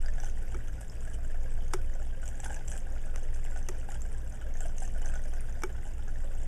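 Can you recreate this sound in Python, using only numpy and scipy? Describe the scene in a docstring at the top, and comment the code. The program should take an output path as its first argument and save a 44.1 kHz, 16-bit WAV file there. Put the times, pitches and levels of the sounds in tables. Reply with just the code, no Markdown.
"""From the start a small tabletop fountain trickles down stone tiers in a quiet room, over its pump's hum.
The film of water is clouds of ringing bubbles on noise; the pump is sines, its deep throb swelling and fading.
Drops plop and droplets spatter at once: bubble tones behind bursts of noise. Short splashes of bubbles and
spray come before 0.3 s, at 1 s, from 2.2 to 2.8 s and from 3.3 to 5.4 s. Dry knocks, as of a plastic housing
being handled, sound close by from 0.5 s on (noise cracks and modes); the last two come together near 5.6 s."""
import sys
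import numpy as np
from scipy import signal
from scipy.fft import rfft, irfft
from scipy.io import wavfile

SR = 44100
rng = np.random.default_rng(int(sys.argv[2]) if len(sys.argv) > 2 else 0)


def master_out(mix):
    """Clip the mix to full scale and print it as 16-bit PCM to the path in sys.argv[1]."""
    frames = np.transpose(np.atleast_2d(mix))
    ceiling = np.clip(frames, -1, 1)
    pcm = np.round(ceiling * 32767).astype(np.int16)
    wavfile.write(sys.argv[1], SR, pcm)


N = 285325   # samples


def from_db(db):
    """Level to amplitude: 20 dB is a factor of ten."""
    return 10 ** (np.asarray(db) / 20)


def rms_one(x):
    """Normalization to unit root-mean-square."""
    return x / np.sqrt(np.mean(x ** 2) + 1e-20)


def decay(t, t60_s):
    """Exponential decay: the amplitude falls by 60 dB in t60_s."""
    return np.exp(-np.log(1000) * t / t60_s)


def add(out, start_s, sound):
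    """Superposition: mix a short sound in at its start time."""
    at = int(np.clip(round(start_s * SR), 0, N - 1))
    out[at:at + len(sound)] += sound[:N - at]


def drift(rate_hz):
    """Low-passed random fluctuation with unit rms."""
    step, settling = 40, 2000   # samples per slow value; slow values discarded
    pole = np.exp(-2 * np.pi * rate_hz * step / SR)
    noise = rng.standard_normal(N // step + settling + 2)
    slow = signal.lfilter([1], [1, -2 * pole, pole * pole], noise)[settling:]
    return np.interp(np.arange(N) / step, np.arange(len(slow)), rms_one(slow))


def colour(x, spectrum, size=2048):
    """Minimum-phase filtering: the cepstrum gives a causal response; white noise keeps its level."""
    hz, db = np.transpose(spectrum)
    bins_hz = np.maximum(np.arange(size // 2 + 1) * SR / size, 1)
    bass_cut = np.minimum(bins_hz / hz[0], 1) ** 2
    gain = bass_cut * from_db(np.interp(np.log(bins_hz), np.log(hz), db))
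    cepstrum = irfft(np.log(gain))
    response = irfft(np.exp(rfft(2 * cepstrum[:size // 2], size)))
    return signal.fftconvolve(x, response / np.linalg.norm(response))[:N]


def bubble(hz, cycles, rise):
    """Bubble resonance: it decays 60 dB in so many cycles, its pitch rising as it nears the surface."""
    age = np.arange(int(cycles / hz * SR) + 2) * hz / SR / cycles   # 1 at -60 dB
    return np.sin(2 * np.pi * cycles * age * (1 + rise * age / 2)) * decay(age, 1)


def burst(t60_s, size=4096):
    """Impact noise: rough pressure that decays exponentially."""
    return rng.standard_normal(size) * decay(np.arange(size) / SR, t60_s)


def bubble_cloud(per_s, low_hz, high_hz, cycles, spread_db, count=14000):
    """Random superposition of bubbles of all sizes in a range; about equal power per Hz, rms 1."""
    out, draws = np.zeros(N), rng.random((count, 5))
    born = draws[:, 1] < per_s * N / SR / count
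    for when, _, pitch, strength, damping in draws[born]:
        hz = low_hz * (high_hz / low_hz) ** pitch
        size = from_db(spread_db * min(-np.log(1 - strength), 3.0))
        add(out, when * N / SR, size * hz * bubble(hz, cycles * (.5 + damping), rise=0.11))
    return rms_one(out)


# spectrum of the room's low background: f/Hz, relative level/dB
RUMBLE_SPECTRUM = [(8, -4.5), (22, 3), (35, -1.5), (60, -10), (110, -13.5), (135, -23.5), (230, -23.5),
                   (450, -33.5), (700, -41), (1200, -63.5)]


def rumble():
    """Ambient noise: low-frequency random pressure in the room."""
    return from_db(-39.5) * colour(rng.standard_normal(N), RUMBLE_SPECTRUM, size=16384)


# the rotor's overtones and the mains hum: f/Hz, rms level/dB
PUMP_LINES = [(35.86, -54), (53.8, -42), (58.4, -46), (73.9, -71), (89.6, -62.5), (107.5, -58.5),
              (116.8, -56), (120, -63.5), (161.3, -61.5)]
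# swelling and fading of the rotor's deep throb: t/s, rms level/dB
THROB_LEVELS = [(0.0, -24), (0.07, -24), (0.68, -31.5), (0.81, -48), (0.88, -33.5), (1.35, -25.5),
                (2.05, -26.5), (2.18, -32.5), (2.58, -32), (3.35, -25), (4.42, -34.5), (4.5, -27.5),
                (5.26, -25), (5.77, -33), (6.43, -26.5), (6.47, -27)]
ROTOR_HZ = 17.93


def pump():
    """Periodic excitation: a throb below hearing; overtones beat with mains hum and waver with the load."""
    t = np.arange(N) / SR
    throb = from_db(np.interp(t, *np.transpose(THROB_LEVELS))) * np.sin(2 * np.pi * ROTOR_HZ * t)
    hum = np.zeros(N)
    for hz, db in PUMP_LINES:
        phase = 2 * np.pi * (hz * t + rng.random()) + 0.2 * drift(1.28)
        hum += from_db(db + 1.11 * drift(1.26)) * np.sin(phase)
    return np.sqrt(2) * (throb + hum)   # rms to peak


# knocks and clicks on the housing: t/s, crack level/dB, crack t60/s, thump level/dB, clack level/dB
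KNOCK_EVENTS = [(0.545, -46.5, .024, -35, -37), (1.7356, -26.5, 0.034, -24.5, -28),
                (3.16, -29.5, 0.0053, -66, -58), (3.6868, -29, 0.023, -32, -41),
                (5.62, -40.5, 0.017, -66, -40), (5.6351, -28.5, 0.019, -25.5, -25)]
# modes of the housing: f/Hz, relative level/dB, t60/s
HOUSING_MODES = [(360, -1.5, 0.089), (386, -7.5, 0.12), (431, -4.5, 0.047), (857, -6, 0.041),
                 (1310, 11, 0.01), (1500, -4, 0.033), (1590, -8, 0.016), (2270, -3.5, 0.032),
                 (5600, 6.5, 0.0084)]
# spectrum of the crack: f/Hz, relative level/dB
CRACK_SPECTRUM = [(220, 10.5), (700, 5.5), (1500, 11.5), (2600, 1.5), (4000, -2), (6000, 4.5), (9000, 0.5),
                  (12500, -10), (16000, -25)]


def knocks():
    """Modal excitation: a crack sets the housing ringing; its panel thumps, its stiffer parts clack."""
    cracks, body, t = np.zeros(N), np.zeros(N), np.arange(SR // 4) / SR
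    onset = 1 - np.exp(-t / 0.0021)
    for start_s, crack_db, crack_t60_s, thump_db, clack_db in KNOCK_EVENTS:
        add(cracks, start_s, from_db(crack_db) * burst(crack_t60_s))
        for k, (hz, db, t60_s) in enumerate(HOUSING_MODES):
            swing = (-1) ** k * np.sin(2 * np.pi * hz * t) * onset   # signs alternate
            blow_db = thump_db if hz < 500 else clack_db
            add(body, start_s, from_db(blow_db + db) * swing * decay(t, t60_s))
    return body + colour(cracks, CRACK_SPECTRUM)


# spectrum of the steady film of water: f/Hz, relative level/dB
TRICKLE_SPECTRUM = [(300, 1.5), (500, 6.5), (720, 2), (1000, -6.5), (1250, -8), (1600, 0.5), (2100, -7.5),
                    (2900, -10.5), (3700, -13.5), (5200, -13), (7800, -15.5), (10000, -21.5), (12500, -21),
                    (15500, -38)]


def trickle():
    """Bubble acoustics of an unbroken film: small gurgles and fine fizz on a soft wash of noise."""
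    gurgle = bubble_cloud(per_s=260, low_hz=442.7, high_hz=3946, cycles=25.5, spread_db=4.0)
    fizz = bubble_cloud(per_s=1200, low_hz=4280, high_hz=15400, cycles=69, spread_db=9.5)
    wash = rng.standard_normal(N)
    water = from_db(-53.5) * gurgle + from_db(-49.5) * fizz + from_db(-47.0) * wash
    flutter = from_db(1.07 * drift(20.5))
    return colour(from_db(-12.5) * water * flutter, TRICKLE_SPECTRUM)


# break-ups of the stream: t/s, length/s, spray level/dB, gurgle level/dB
SPLASH_EVENTS = [(0.177, 0.11, -55, -55), (1.016, 0.081, -58, -62), (2.242, 0.047, -53, -60),
                 (2.44, .13, -53.5, -49.5), (2.678, .09, -52, -57), (3.33, 0.26, -58.5, -59),
                 (3.889, 0.074, -54, -53), (4.566, .1, -56, -57), (4.78, 0.098, -55, -58),
                 (5.022, .15, -56, -50.5), (5.241, 0.13, -60, -57.5)]
SPLASH_ATTACK_S, SPLASH_RELEASE_S = .015, .025
CALM_SPRAY_DB, CALM_GURGLE_DB = -64, -61   # floor between splashes


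def stream():
    """Amplitude envelopes of spray and gurgle: each splash swells, holds and dies into the calm flow."""
    t = np.arange(N) / SR
    spray, gurgle = np.full(N, from_db(CALM_SPRAY_DB)), np.full(N, from_db(CALM_GURGLE_DB))
    for start_s, length_s, spray_db, gurgle_db in SPLASH_EVENTS:
        attack = np.clip((t - start_s) / SPLASH_ATTACK_S + 1, 0, 1)   # full at start_s
        release = np.exp(-np.clip(t - start_s - length_s, 0, 1) / SPLASH_RELEASE_S)
        spray = np.maximum(spray, from_db(spray_db) * attack * release)
        gurgle = np.maximum(gurgle, from_db(gurgle_db) * attack * release)
    return spray, gurgle


# spectrum of the broken stream: f/Hz, relative level/dB
SPRAY_SPECTRUM = [(300, -38), (600, 7), (830, 9), (1100, -4.5), (1650, 1.5), (2300, -6), (3000, 4.5),
                  (3700, -9), (5000, -7), (6200, -7), (7700, 1.5), (9500, -3.5), (12000, -16), (15500, -41)]


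def splashing(spray_gain, gurgle_gain):
    """Air entrainment: where the stream breaks up it throws clumps of bubbles and fine spray."""
    gurgle = bubble_cloud(per_s=200, low_hz=590, high_hz=3490, cycles=83, spread_db=-0.5)
    fizz = bubble_cloud(per_s=800, low_hz=4800, high_hz=13000, cycles=42, spread_db=5.5)
    # specks of water land at random, 250 per second, each a puff of hiss about a millisecond long
    specks = (rng.random(N) < 250 / SR) * from_db(25 * rng.random(N))
    puffs = signal.lfilter([1], [1, -np.exp(-1 / (0.00068 * SR))], specks + 1e-18)
    mist = rms_one(rng.standard_normal(N) * puffs)
    flutter = from_db(4.62 * drift(24.3))
    spray = (from_db(-5) * fizz + from_db(-7) * mist) * flutter
    return colour(from_db(-13.5) * gurgle_gain * gurgle + spray_gain * spray, SPRAY_SPECTRUM)


def scattered_drops(per_s, surge, follows, count=200):
    """Random arrivals, faster and harder as the stream surges: rows t/s, level rise/dB, pitch ratio."""
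    due = np.cumsum(per_s * surge) / SR   # drops expected so far
    wait, pitch = rng.random((count, 2)).T
    at = np.searchsorted(due, np.arange(count) + wait)
    rise_db = follows * 20 * np.log10(surge[np.minimum(at, N - 1)])
    ratio = 2 ** (0.23 * (2 * pitch - 1))   # within 0.23 octave either way
    return np.transpose([at / SR, rise_db, ratio])[at < N]


# single droplets that smack on wet stone: t/s, smack level/dB, bubble f/Hz, bubble level re smack/dB
SPATTER_EVENTS = [(0.0608, -44.5, 4830, 9), (0.201, -31, 5860, -4), (0.2448, -30.5, 6200, -8),
                  (0.8982, -41, 5200, 1.5), (2.278, -27, 7560, -5.5), (2.402, -30, 7700, -2.5),
                  (2.5442, -26.5, 7600, -10), (2.6834, -36, 7640, 5), (2.7166, -23, 7793, -23),
                  (4.019, -41.5, 7318, 8), (4.6062, -29.5, 7530, 0), (4.7824, -27, 7500, -17),
                  (4.8503, -36, 7653, -3), (5.0583, -38, 6120, 4.5), (5.408, -49.5, 9100, 14.5)]
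# spectrum of the smack: f/Hz, relative level/dB
SMACK_SPECTRUM = [(500, -28), (1600, 2), (3000, 1.5), (4500, -30), (6000, 8.5), (7800, 3.5), (10000, -8),
                  (15500, -29)]
# scattered droplets throughout, denser and harder in the splashes: rate and level without surge;
# the last is the share of the spray's rise in dB that they follow
DROPLETS_PER_S, DROPLET_DB, DROPLET_HZ, DROPLET_BUBBLE_DB, DROPLET_FOLLOWS = 7.8, -44, 7055, -0.5, 0.58


def spatter(surge, count=220):
    """Impact and bubble resonance: a droplet smacks on stone and pinches off a tiny, high bubble."""
    rings, smacks = np.zeros(N), np.zeros(N)
    scattered = [(start_s, DROPLET_DB + rise_db, DROPLET_HZ * ratio, DROPLET_BUBBLE_DB)
                 for start_s, rise_db, ratio in scattered_drops(DROPLETS_PER_S, surge, DROPLET_FOLLOWS)]
    droplets = list(SPATTER_EVENTS) + scattered
    for start_s, db, hz, bubble_db in droplets[:count]:
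        add(smacks, start_s, from_db(db - 13.0) * burst(t60_s=0.015))
        add(rings, start_s, from_db(db + bubble_db) * bubble(hz, cycles=71, rise=0.037))
    return rings + colour(smacks, SMACK_SPECTRUM)


# single drops that plunge into the basin: t/s, bubble level/dB, bubble f/Hz, hollow level/dB
PLOP_EVENTS = [(0.06, -48, 643, -43.5), (0.084, -46, 579, -38.5), (0.182, -42, 710, -42.5),
               (0.235, -39.5, 803, -44), (1.076, -46.5, 630, -43.5), (1.186, -44, 670, -60),
               (1.345, -46, 696, -48.5), (2.23, -52, 796, -43), (2.398, -42, 804, -48),
               (2.434, -40.5, 810, -48), (2.459, -38, 880, -37), (2.505, -34.5, 810, -41.5),
               (2.718, -55, 551, -44.5), (2.755, -45, 564, -42.5), (3.561, -40.5, 770, -40),
               (3.888, -36.5, 803, -48), (4.607, -42.5, 756, -45), (4.654, -36.5, 664.7, -50),
               (4.821, -36.5, 757, -47), (4.961, -40.5, 656, -45.5), (5.061, -44, 645.4, -40.5),
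               (5.156, -45, 636, -43.5), (5.255, -44, 596, -49)]
# air resonances of the stone hollow behind the fall: f/Hz, relative level/dB, t60/s
HOLLOW_MODES = [(1573, -1.5, 0.058), (1614, -9, 0.048), (3110, -16, 0.015)]
# spectrum of the slap on the pool: f/Hz, relative level/dB
SLAP_SPECTRUM = [(700, -1.5), (1700, 0), (3000, -4), (8000, 3), (15000, -39)]
# scattered drops throughout, denser and harder in the splashes: rate and levels without surge;
# the last is the share of the gurgle's rise in dB that they follow
PLOPS_PER_S, PLOP_DB, PLOP_HZ, PLOP_HOLLOW_DB, PLOP_FOLLOWS = 8.5, -51, 700, -49.5, 0.58


def plops(surge, count=220):
    """Bubble and cavity resonance: a drop slaps the pool, rings a large bubble and sounds the hollow."""
    rings, slaps, t = np.zeros(N), np.zeros(N), np.arange(SR // 16) / SR
    scattered = [(start_s, PLOP_DB + rise_db, PLOP_HZ * ratio, PLOP_HOLLOW_DB + rise_db)
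                 for start_s, rise_db, ratio in scattered_drops(PLOPS_PER_S, surge, PLOP_FOLLOWS)]
    drops = list(PLOP_EVENTS) + scattered
    for start_s, db, hz, hollow_db in drops[:count]:
        add(rings, start_s, from_db(db + 1.0) * bubble(hz, cycles=32.0, rise=0.087))
        add(slaps, start_s, from_db(hollow_db - 10.5) * burst(t60_s=0.034))
        for mode_hz, mode_db, t60_s in HOLLOW_MODES:
            # the moving water keeps changing the hollow's shape
            swing = np.sin(2 * np.pi * mode_hz * (1 + rng.normal(0, 0.0466)) * t)
            add(rings, start_s, from_db(hollow_db + mode_db) * swing * decay(t, t60_s))
    return rings + colour(slaps, SLAP_SPECTRUM)


def room(x):
    """Reverberation: a faint diffuse tail off the near walls, decaying exponentially."""
    t = np.arange(SR // 2) / SR
    tail = rng.standard_normal(len(t)) * decay(t, 0.19) * (t > .004)   # starts after 4 ms
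    return signal.fftconvolve(x, tail / np.linalg.norm(tail))[:N]


def scene():
    """Superposition in the middle of the image; only a trace of rumble differs between the ears."""
    spray, gurgle = stream()
    water = trickle() + splashing(spray, gurgle)
    water += plops(gurgle / gurgle.min()) + spatter(spray / spray.min())
    handling = knocks()
    reverberation = from_db(-10) * room(water) + from_db(-17.5) * room(handling)
    mid = water + handling + reverberation + pump() + rumble()
    side = from_db(-17) * rumble()
    return np.array([mid + side, mid - side])


NOTCH_HZ, NOTCH_WIDTH_HZ, CUTOFF_HZ = 4220, 1350, 15500


def record(dry):
    """Linear filtering: the microphone has a deep notch in the upper middle; the top is cut."""
    fade_in = np.minimum(np.arange(N) / (.008 * SR), 1)
    notch = signal.iirnotch(NOTCH_HZ, NOTCH_HZ / NOTCH_WIDTH_HZ, fs=SR)
    notched = signal.lfilter(*notch, dry * fade_in)
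    return signal.sosfilt(signal.ellip(10, .3, 80, CUTOFF_HZ, fs=SR, output="sos"), notched)


dry = scene()
out = record(dry)
master_out(out)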